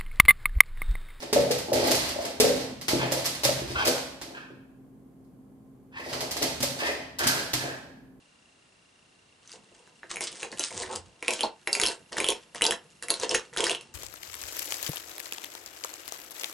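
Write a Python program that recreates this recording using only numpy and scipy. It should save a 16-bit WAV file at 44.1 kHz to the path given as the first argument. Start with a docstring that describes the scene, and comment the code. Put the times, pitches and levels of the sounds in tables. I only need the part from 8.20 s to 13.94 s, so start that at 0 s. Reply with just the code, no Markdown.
"""A palette knife scrapes paste over a plastic stencil on paper in a cardboard box, under a camera.
First there is only the camera's hiss and faint buzz, which go on throughout. From 1.2 seconds the arm
thuds on the table and the blade makes eight strokes: it hisses over the plastic, clicks on the cut-outs
and drums the cardboard, and a small room answers. Near 2.7 seconds the sheet slides and squeaks once."""
import sys
import numpy as np
from scipy import signal
from scipy.fft import rfft, irfft, next_fast_len
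from scipy.io import wavfile
from scipy.ndimage import map_coordinates

SR = 44100
rng = np.random.default_rng(int(sys.argv[2]) if len(sys.argv) > 2 else 0)


def inscribe(sig):
    """Save sig as 16-bit PCM at rate SR to the path in sys.argv[1].

    A 1-D sig is mono; a 2-D sig holds one channel per row.
    Samples are clipped to [-1, 1] before scaling.
    """
    pcm = np.round(np.clip(np.atleast_2d(sig).T, -1, 1) * 32767)
    wavfile.write(sys.argv[1], SR, pcm.astype(np.int16))


N = 253125
FRAMES_PER_SECOND, TOP_HZ = 29.97, 11150

# Microphone hiss. Each row: pitch in Hz, relative level in dB.
HISS_TONE = [(15, -43), (25, -12.5), (185, -1), (503, -5.5), (2280, -10), (2730, -8.5), (3190, -10.5),
             (3920, -11.5), (4450, -12.5), (10100, -18), (11500, -47), (15000, -61), (22000, -120)]
# Each row: pitch in Hz, how alike the left and right hiss are (1 is the same).
HISS_LIKENESS = [(60, 0.87), (170, 0.97), (490, 0.19), (1390, 0.073), (3950, 0.38), (11200, 0.84)]
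# Camera buzz. Each row: pitch in Hz, typical peak in dB.
BUZZ_TONES = [(2770, -58), (4000, -71.5), (5400, -72)]
# Arm on the table. Each row: time in seconds, relative level in dB.
ARM_THUDS = [(1.2, -86), (1.36, -51), (1.44, -72), (1.81, -79), (1.98, -54), (2.07, -66), (2.2, -60),
             (2.29, -72), (2.39, -52), (2.49, -74), (2.56, -40.5), (2.73, -65), (2.78, -59), (2.97, -68),
             (3.07, -70), (3.42, -69), (3.47, -72), (3.58, -67), (3.87, -64), (3.93, -58), (4.03, -64),
             (4.28, -64), (4.44, -55), (4.52, -59.5), (4.6, -63), (4.84, -62), (4.89, -51.5), (5.13, -50.5),
             (5.27, -71), (5.41, -50.5), (5.74, -64)]
# One list a stroke. Each row: time in seconds, hiss and cardboard levels in relative dB,
# brightness (-3 or less is dull, 3 or more is sharp).
STROKE_SHAPES = [
    [(1.22, -64, -73, 0), (1.222, -72, -79, -6), (1.33, -45, -75, 1.5), (1.34, -49.5, -47, 2),
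     (1.4, -69.5, -70, -2), (1.494, -64, -68, -2), (1.504, -73, -85, -5), (1.518, -64.5, -63, 2),
     (1.752, -71, -66, 0), (1.762, -66, -83, 4), (1.79, -71, -67, 0), (1.8, -62, -83, -2)],
    [(1.8, -74, -99, 4), (1.844, -67, -46, -2), (1.886, -70, -83, 2), (1.908, -44, -48.5, -3),
     (2.004, -56, -51, 3), (2.01, -32, -30.5, 12), (2.072, -46.5, -58.5, -1), (2.218, -45.5, -49.5, 3.5),
     (2.238, -38, -34.5, -2), (2.302, -59.5, -64, 0), (2.33, -39.5, -35, 0), (2.356, -64, -57, 4),
     (2.408, -29, -39.5, 2), (2.49, -46, -72, 4), (2.516, -42, -46, 3.5), (2.626, -36.5, -38, 2),
     (2.658, -52.5, -51, -4), (2.75, -41, -37, 5), (2.812, -67, -60.5, 0), (2.95, -67, -67, -2)],
    [(3.0, -69, -67, 0), (3.014, -71, -63, 2), (3.028, -57, -34.5, -3), (3.074, -42, -61, -2),
     (3.086, -42, -28.5, 5), (3.184, -39, -50, -1), (3.244, -42, -28.5, -2), (3.322, -73, -68, 0),
     (3.4, -67, -70, -3)],
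    [(3.45, -73, -74, 0), (3.46, -71, -79, 8), (3.478, -63, -32.5, 4), (3.516, -45, -41, 4),
     (3.642, -38, -29.5, 0), (3.668, -55, -51, -6), (3.69, -40, -32.5, -3), (3.758, -61, -60, 6),
     (3.85, -70, -69, -4)],
    [(3.9, -66, -76, 0), (3.908, -75, -75, 3), (3.924, -43, -40.5, -3), (3.958, -45.5, -45, -9),
     (3.974, -42, -30, -5), (4.084, -41, -38.5, 0), (4.092, -41, -25.5, -10), (4.212, -62.5, -70.5, -2),
     (4.28, -62.5, -63, -13)],
    [(4.32, -64, -73, 0), (4.338, -66, -64, -2), (4.35, -41.5, -37.5, 0), (4.396, -56, -68, -6),
     (4.426, -41, -28.5, -8), (4.544, -42, -32.5, 0), (4.566, -64, -64, 0), (4.696, -70, -68, 0),
     (4.7, -60.5, -68, 5)],
    [(4.8, -71, -81, 3), (4.842, -43, -45.5, -7), (4.872, -63, -60, -3), (4.908, -40, -30.5, -2),
     (4.978, -44, -54, -1), (5.036, -30, -29.5, -3), (5.09, -61, -49, 3), (5.1, -31.5, -30, 1),
     (5.168, -33, -37, 2), (5.194, -54, -58, -6), (5.3, -64, -63, -3)],
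    [(5.3, -68, -68, -7), (5.322, -62, -68, 0), (5.334, -46, -47, -2), (5.362, -58, -58, -2),
     (5.374, -34, -32.5, -2.5), (5.406, -34, -31.5, -1), (5.524, -38, -36, -1), (5.582, -57, -56, -17),
     (5.732, -68, -70, -2), (5.74, -58, -75, 0)],
]
# Rubbed plastic. Each row: pitch in Hz, relative level in dB.
PLASTIC_TONE = [(710, -28), (1200, -10.5), (1790, -9.5), (2460, -11), (3180, -7), (3560, -9.5),
                (8990, -10.5), (10800, -30), (11500, -46), (15000, -58), (22000, -120)]
# Cardboard notes. Each row: pitch in Hz, width in Hz, relative level in dB.
BOX_NOTES = [(235.7, 42, -10), (345, 49, 0), (483.4, 60, 3), (681, 67, -2.5), (899, 116, -3.5),
             (1089, 41, -5)]
# The blade catches an edge. Each row: start in seconds, strength in dB, ring in Hz,
# knock in dB relative to that strength, share of crack from 0 to 1.
CATCHES = [(1.276, -31, 6000, -27, 0.55), (1.3176, -27, 4800, -26, 0.55), (1.6754, -40, 1600, 4, 0.5),
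           (1.8321, -28.5, 1710, -20, 0), (1.9092, -29, 1880, -23, 0.33), (1.9589, -18, 2320, -10, 0.6),
           (1.9691, -15, 2320, -5, 0.44), (2.0077, -11, 2220, -25, 0.77), (2.0392, -14, 4850, -37, 0.7),
           (2.1178, -24, 4980, -29, 0.8), (2.216, -39, 2440, -21, 0.7), (2.2303, -22, 1640, -12, 0.5),
           (2.2306, -14.5, 2610, -15, 0.53), (2.2684, -33, 2430, -14, 0.5), (2.3175, -25, 4480, -17, 0.46),
           (2.3277, -28.5, 1830, -15, 0.17), (2.3743, -27, 2900, -23, 0.63), (2.395, -5, 6100, -8, 0.69),
           (2.4078, -14, 2990, -26, 0.64), (2.4294, -27, 4020, -19, 0.5), (2.5074, -24.5, 2170, -12, 0.56),
           (2.6344, -19, 1920, -18, 0.48), (2.6758, -32, 1670, 1, 0.5), (2.7552, -19, 4800, -7, 0.65),
           (3.0265, -17.5, 2310, 0, 0.36), (3.0816, -3.5, 2490, -20, 0.46), (3.1075, -7.5, 2420, -15, 0.63),
           (3.136, -9.5, 3280, -35, 0.84), (3.1933, -20.5, 2850, -18, 0.26), (3.208, -7, 3180, -10, 0.52),
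           (3.2331, -8.5, 4300, -29, 0.43), (3.474, -8, 2130, -18, 0.44), (3.5299, -2, 4640, -38, 0.5),
           (3.5516, -6.5, 2360, -29, 0.62), (3.599, -3.5, 2200, -33, 0.74), (3.6152, -8, 4420, -37, 0.52),
           (3.632, -17.5, 4500, -19, 0.12), (3.6372, -23, 1510, -15, 0.4), (3.6358, -3.5, 3250, -26, 0.54),
           (3.655, -7, 3060, -21, 0.6), (3.6633, -4, 5270, -38, 0.6), (3.6714, -6, 4200, -19, 0.6),
           (3.6847, -9, 4420, -17, 0.66), (3.7114, -21, 1700, -25, 0.44), (3.923, -25, 1830, 3.5, 0.5),
           (3.9691, -12.5, 1840, -17, 0.53), (3.9822, -9.5, 1700, -23, 0.6),
           (4.0025, -5.5, 2310, -24, 0.59), (4.0439, -6.5, 3270, -26, 0.5), (4.0655, -12, 3040, -26, 0.54),
           (4.0768, -16, 2860, -23, 0.5), (4.0874, -0.5, 3290, -25, 0.62), (4.1034, -6, 3100, -18, 0.7),
           (4.122, -15, 2490, -18, 0.58), (4.348, -22, 1860, -13, 0.54), (4.4109, -14, 2000, -27, 0.24),
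           (4.4203, 0.5, 2970, -19, 0.57), (4.4408, -4, 3860, -26, 0.7), (4.4525, -5.5, 3360, -14, 0.44),
           (4.4654, -1, 4700, -21, 0.67), (4.509, -3.5, 3220, -29, 0.67), (4.5221, -10, 1770, -17, 0.55),
           (4.8254, -17.5, 1760, -12.5, 0.68), (4.8338, -21.5, 1570, -29, 0.85),
           (4.8846, -15, 2110, -19, 0.6), (4.8984, -21, 4500, -18, 0.4), (4.9042, -3, 4340, -20, 0.7),
           (4.9405, -11.5, 4230, -21, 0.55), (4.999, -16.5, 5900, -9, 0.52), (5.014, -19, 3970, -11, 0.6),
           (5.033, -16, 4410, 4, 0.58), (5.0934, -11, 5440, -22, 0.3), (5.1123, -13, 2950, -25, 0.48),
           (5.1468, -4.5, 1790, -24, 0.59), (5.1503, -4.5, 2720, -30, 0.54), (5.3298, -33, 1850, -15, 0.3),
           (5.352, -36, 2280, -17, 0.6), (5.3641, -17, 1560, -15, 0.43), (5.373, -8.5, 3280, -20, 0.66),
           (5.4056, -6.5, 3270, -13, 0.59), (5.441, -4, 3160, -36, 0.66), (5.4675, -10.5, 4980, -13, 0.38),
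           (5.4675, -8.5, 1840, -23, 0.57), (5.4961, -7, 2830, -12, 0.56), (5.5144, -10, 3340, -26, 0.45),
           (5.5488, -13.5, 3020, -27, 0.39), (5.6106, -24, 2720, -28, 0.7)]
# Steel notes. Each row: pitch in Hz, relative level in dB, seconds to fade by 60 dB.
BLADE_NOTES = [(1384, -12.5, 0.2), (1545, -14.5, 0.25), (2718, -4.5, 0.19), (3953, 1, 0.083),
               (5380, -7, 0.17), (6590, -2.5, 0.11)]
# The sheet shifts. Each row: time in seconds, thud in dB, squeak in dB.
SHEET_SLIDE = [(2.45, -68, -59), (2.478, -83, -64), (2.59, -61, -54), (2.664, -58, -51), (2.722, -61, -33),
               (2.77, -55, -38), (2.796, -56, -70), (2.924, -70, -83), (2.95, -68, -72)]
# Each row: pitch in Hz, how much louder the left side is in dB.
LEFT_LOUDER = [(60, -2), (110, 0.5), (190, -0.5), (340, -1.5), (610, -2), (1100, -1.5), (1960, 0.5),
               (3510, -1), (6280, 2.5), (11200, -2.5)]
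# Each row: pitch in Hz, how far the left wave is ahead in radians.
LEFT_AHEAD = [(0, 0), (1210, 0.43), (3270, 0.27), (7490, 0.0), (11400, 0.06)]
# Room echo. Each row: pitch in Hz, seconds to fade by 60 dB.
ROOM_FADE = [(200, 0.21), (2000, 0.21), (10000, 0.13)]


def amp(db):
    return 10 ** (np.asarray(db) / 20)


def unit(x):
    return x / np.sqrt(np.mean(x ** 2) + 1e-20)


def along(points, hz):
    """Look up a table's value at any pitch."""
    pitches, values = np.transpose(points)
    return np.interp(np.log(hz + 1), np.log(pitches + 1), values)


def curves(rows):
    """Each column as a curve in time; silent outside the rows."""
    times, *columns = np.transpose(rows)
    return [np.interp(np.arange(N) / SR, times, c, left=-120, right=-120) for c in columns]


def wobble(rate):
    """A smooth curve through `rate` random points a second."""
    return map_coordinates(rng.standard_normal(int(N * rate / SR) + 4), [np.arange(N) * rate / SR])


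def filtered(x, response):
    """Turn each pitch in x up or down."""
    size = next_fast_len(N + SR // 2)
    return irfft(rfft(x, size) * response(np.fft.rfftfreq(size, 1 / SR)), size)[..., :N]


def ringing(notes):
    """The response of a thing that rings at these notes."""
    return lambda f: sum((-1) ** k * amp(db) * 1j * f * width / (hz * hz - f * f + 1j * f * width)
                         for k, (hz, width, db) in enumerate(notes))


def grit(rate, spread_db):
    """Noise made of tiny slips of very unequal size."""
    return unit(rng.standard_normal(N) * amp(spread_db * wobble(rate)))


def camera_hiss():
    """The two microphones hiss steadily, partly alike."""
    def tone(hz):
        angle = np.arccos(np.clip(along(HISS_LIKENESS, hz), -1, 1)) / 2
        return amp(along(HISS_TONE, hz)) * [np.cos(angle), np.sin(angle)]
    mid, side = filtered(rng.standard_normal((2, N)), tone)
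    return amp(-62) * unit(np.array([mid + side, mid - side]))


def camera_buzz():
    """The camera buzzes briefly once a frame."""
    frames = (np.arange(N) / SR - .0255) * FRAMES_PER_SECOND
    offset = (frames - np.round(frames)) / FRAMES_PER_SECOND
    pulses = np.exp(-(offset / 0.0032) ** 2) * amp(1.4 * wobble(28))
    return pulses * sum(amp(db) * np.sin(2 * np.pi * hz * offset + 0.43 * wobble(100))
                        for hz, db in BUZZ_TONES)


def arm_thuds():
    """The arm's weight makes the table thud."""
    rumble = unit(filtered(grit(22, spread_db=5.5), ringing([(66, 35, -12.5), (176, 110, 1.5)])))
    return amp(curves(ARM_THUDS)[0] - 5.5) * rumble


def rubbing():
    """Slips on the plastic hiss; the drag shakes the cardboard under it."""
    hiss_db, box_db, brightness = curves(np.vstack(STROKE_SHAPES))
    slips = grit(900, spread_db=7.5) * amp(3.4 * wobble(65))
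    dull = unit(filtered(slips, lambda f: amp(along(PLASTIC_TONE, f) - 1.8 * np.log2(f / 4000 + .018))))
    sharp = unit(filtered(slips, lambda f: amp(along(PLASTIC_TONE, f) + 2.6 * np.log2(f / 4000 + .01))))
    share = np.clip(.5 + brightness / 6, 0, 1)
    box = unit(filtered(grit(120, spread_db=3.5), lambda f: ringing(BOX_NOTES)(f) / (1 + 1j * f / 3000)))
    return amp(hiss_db) * (share * sharp + (1 - share) * dull) + amp(box_db - 2) * box


def edge_clicks():
    """Each catch cracks, rings the plastic and the blade, and knocks the box."""
    clicks, knocks, t = np.zeros(N + SR), np.zeros(N), np.arange(SR // 8) / SR
    for start, db, hz, knock_db, share in CATCHES:
        noise = np.diff(rng.standard_normal(len(t) + 1))
        crack = noise * (amp(-60 * t / 0.0038) + 0.16 * amp(-60 * t / 0.036))
        ring = np.sin(2 * np.pi * hz * t) * amp(-60 * t / 0.0073) * (1 - np.exp(-t / 0.000081))
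        steel = sum(amp(level + rng.normal(0, 4.6) - 60 * t / fade) * np.sin(2 * np.pi * f * t)
                    for f, level, fade in BLADE_NOTES)
        click = 0.67 * share * crack + 1.284 * (1 - share) * ring + amp(-33.5) * steel
        at = round(start * SR)
        clicks[at:at + len(t)] += amp(db) * click
        knocks[at] = amp(db + knock_db + 18)
    return clicks[:N] + filtered(knocks, ringing(BOX_NOTES))


def sheet_slide():
    """The hand shifts the sheet: it squeaks and the table thuds."""
    thud_db, squeak_db = curves(SHEET_SLIDE)
    squeak = unit(filtered(grit(60, spread_db=10), ringing([(893, 97, 0)])))
    thud = unit(filtered(rng.standard_normal(N), ringing([(88, 18, 0)])))
    return amp(squeak_db) * squeak + amp(thud_db) * thud


def room(x):
    """Each short stretch gets its own soft echo; high pitches die first."""
    out, step, delay = np.zeros((2, N + SR)), SR // 8, 90
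    for at in range(0, N, step):
        hz, t, noise = signal.stft(rng.standard_normal((2, SR // 3)), SR, nperseg=128)
        noise[1] = 0.77 * noise[0] + 0.78 * noise[1]  # right is partly like left
        fade = amp(-60 * t / along(ROOM_FADE, hz)[:, None])
        tail = signal.istft(noise * fade, SR, nperseg=128)[1]
        echo = signal.fftconvolve(x[None, at:at + step], tail / np.linalg.norm(tail[0]), axes=1)
        out[:, at + delay:at + delay + echo.shape[1]] += echo
    return out[:, :N]


def scene():
    """The work sits a little to one side of the two microphones."""
    work = rubbing() + edge_clicks() + sheet_slide() + arm_thuds()
    sides = np.array([[.5], [-.5]])
    direct = filtered(work, lambda hz: amp(sides * along(LEFT_LOUDER, hz))
                      * np.exp(1j * sides * along(LEFT_AHEAD, hz)))
    return direct + amp(-5) * room(work) + camera_hiss() + camera_buzz()


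def record(dry):
    """The camera keeps almost nothing above TOP_HZ."""
    return filtered(dry, lambda hz: np.where(hz < TOP_HZ, 1, amp(-26 - 14 * (hz - TOP_HZ) / 1000)))


dry = scene()
out = record(dry)
inscribe(out)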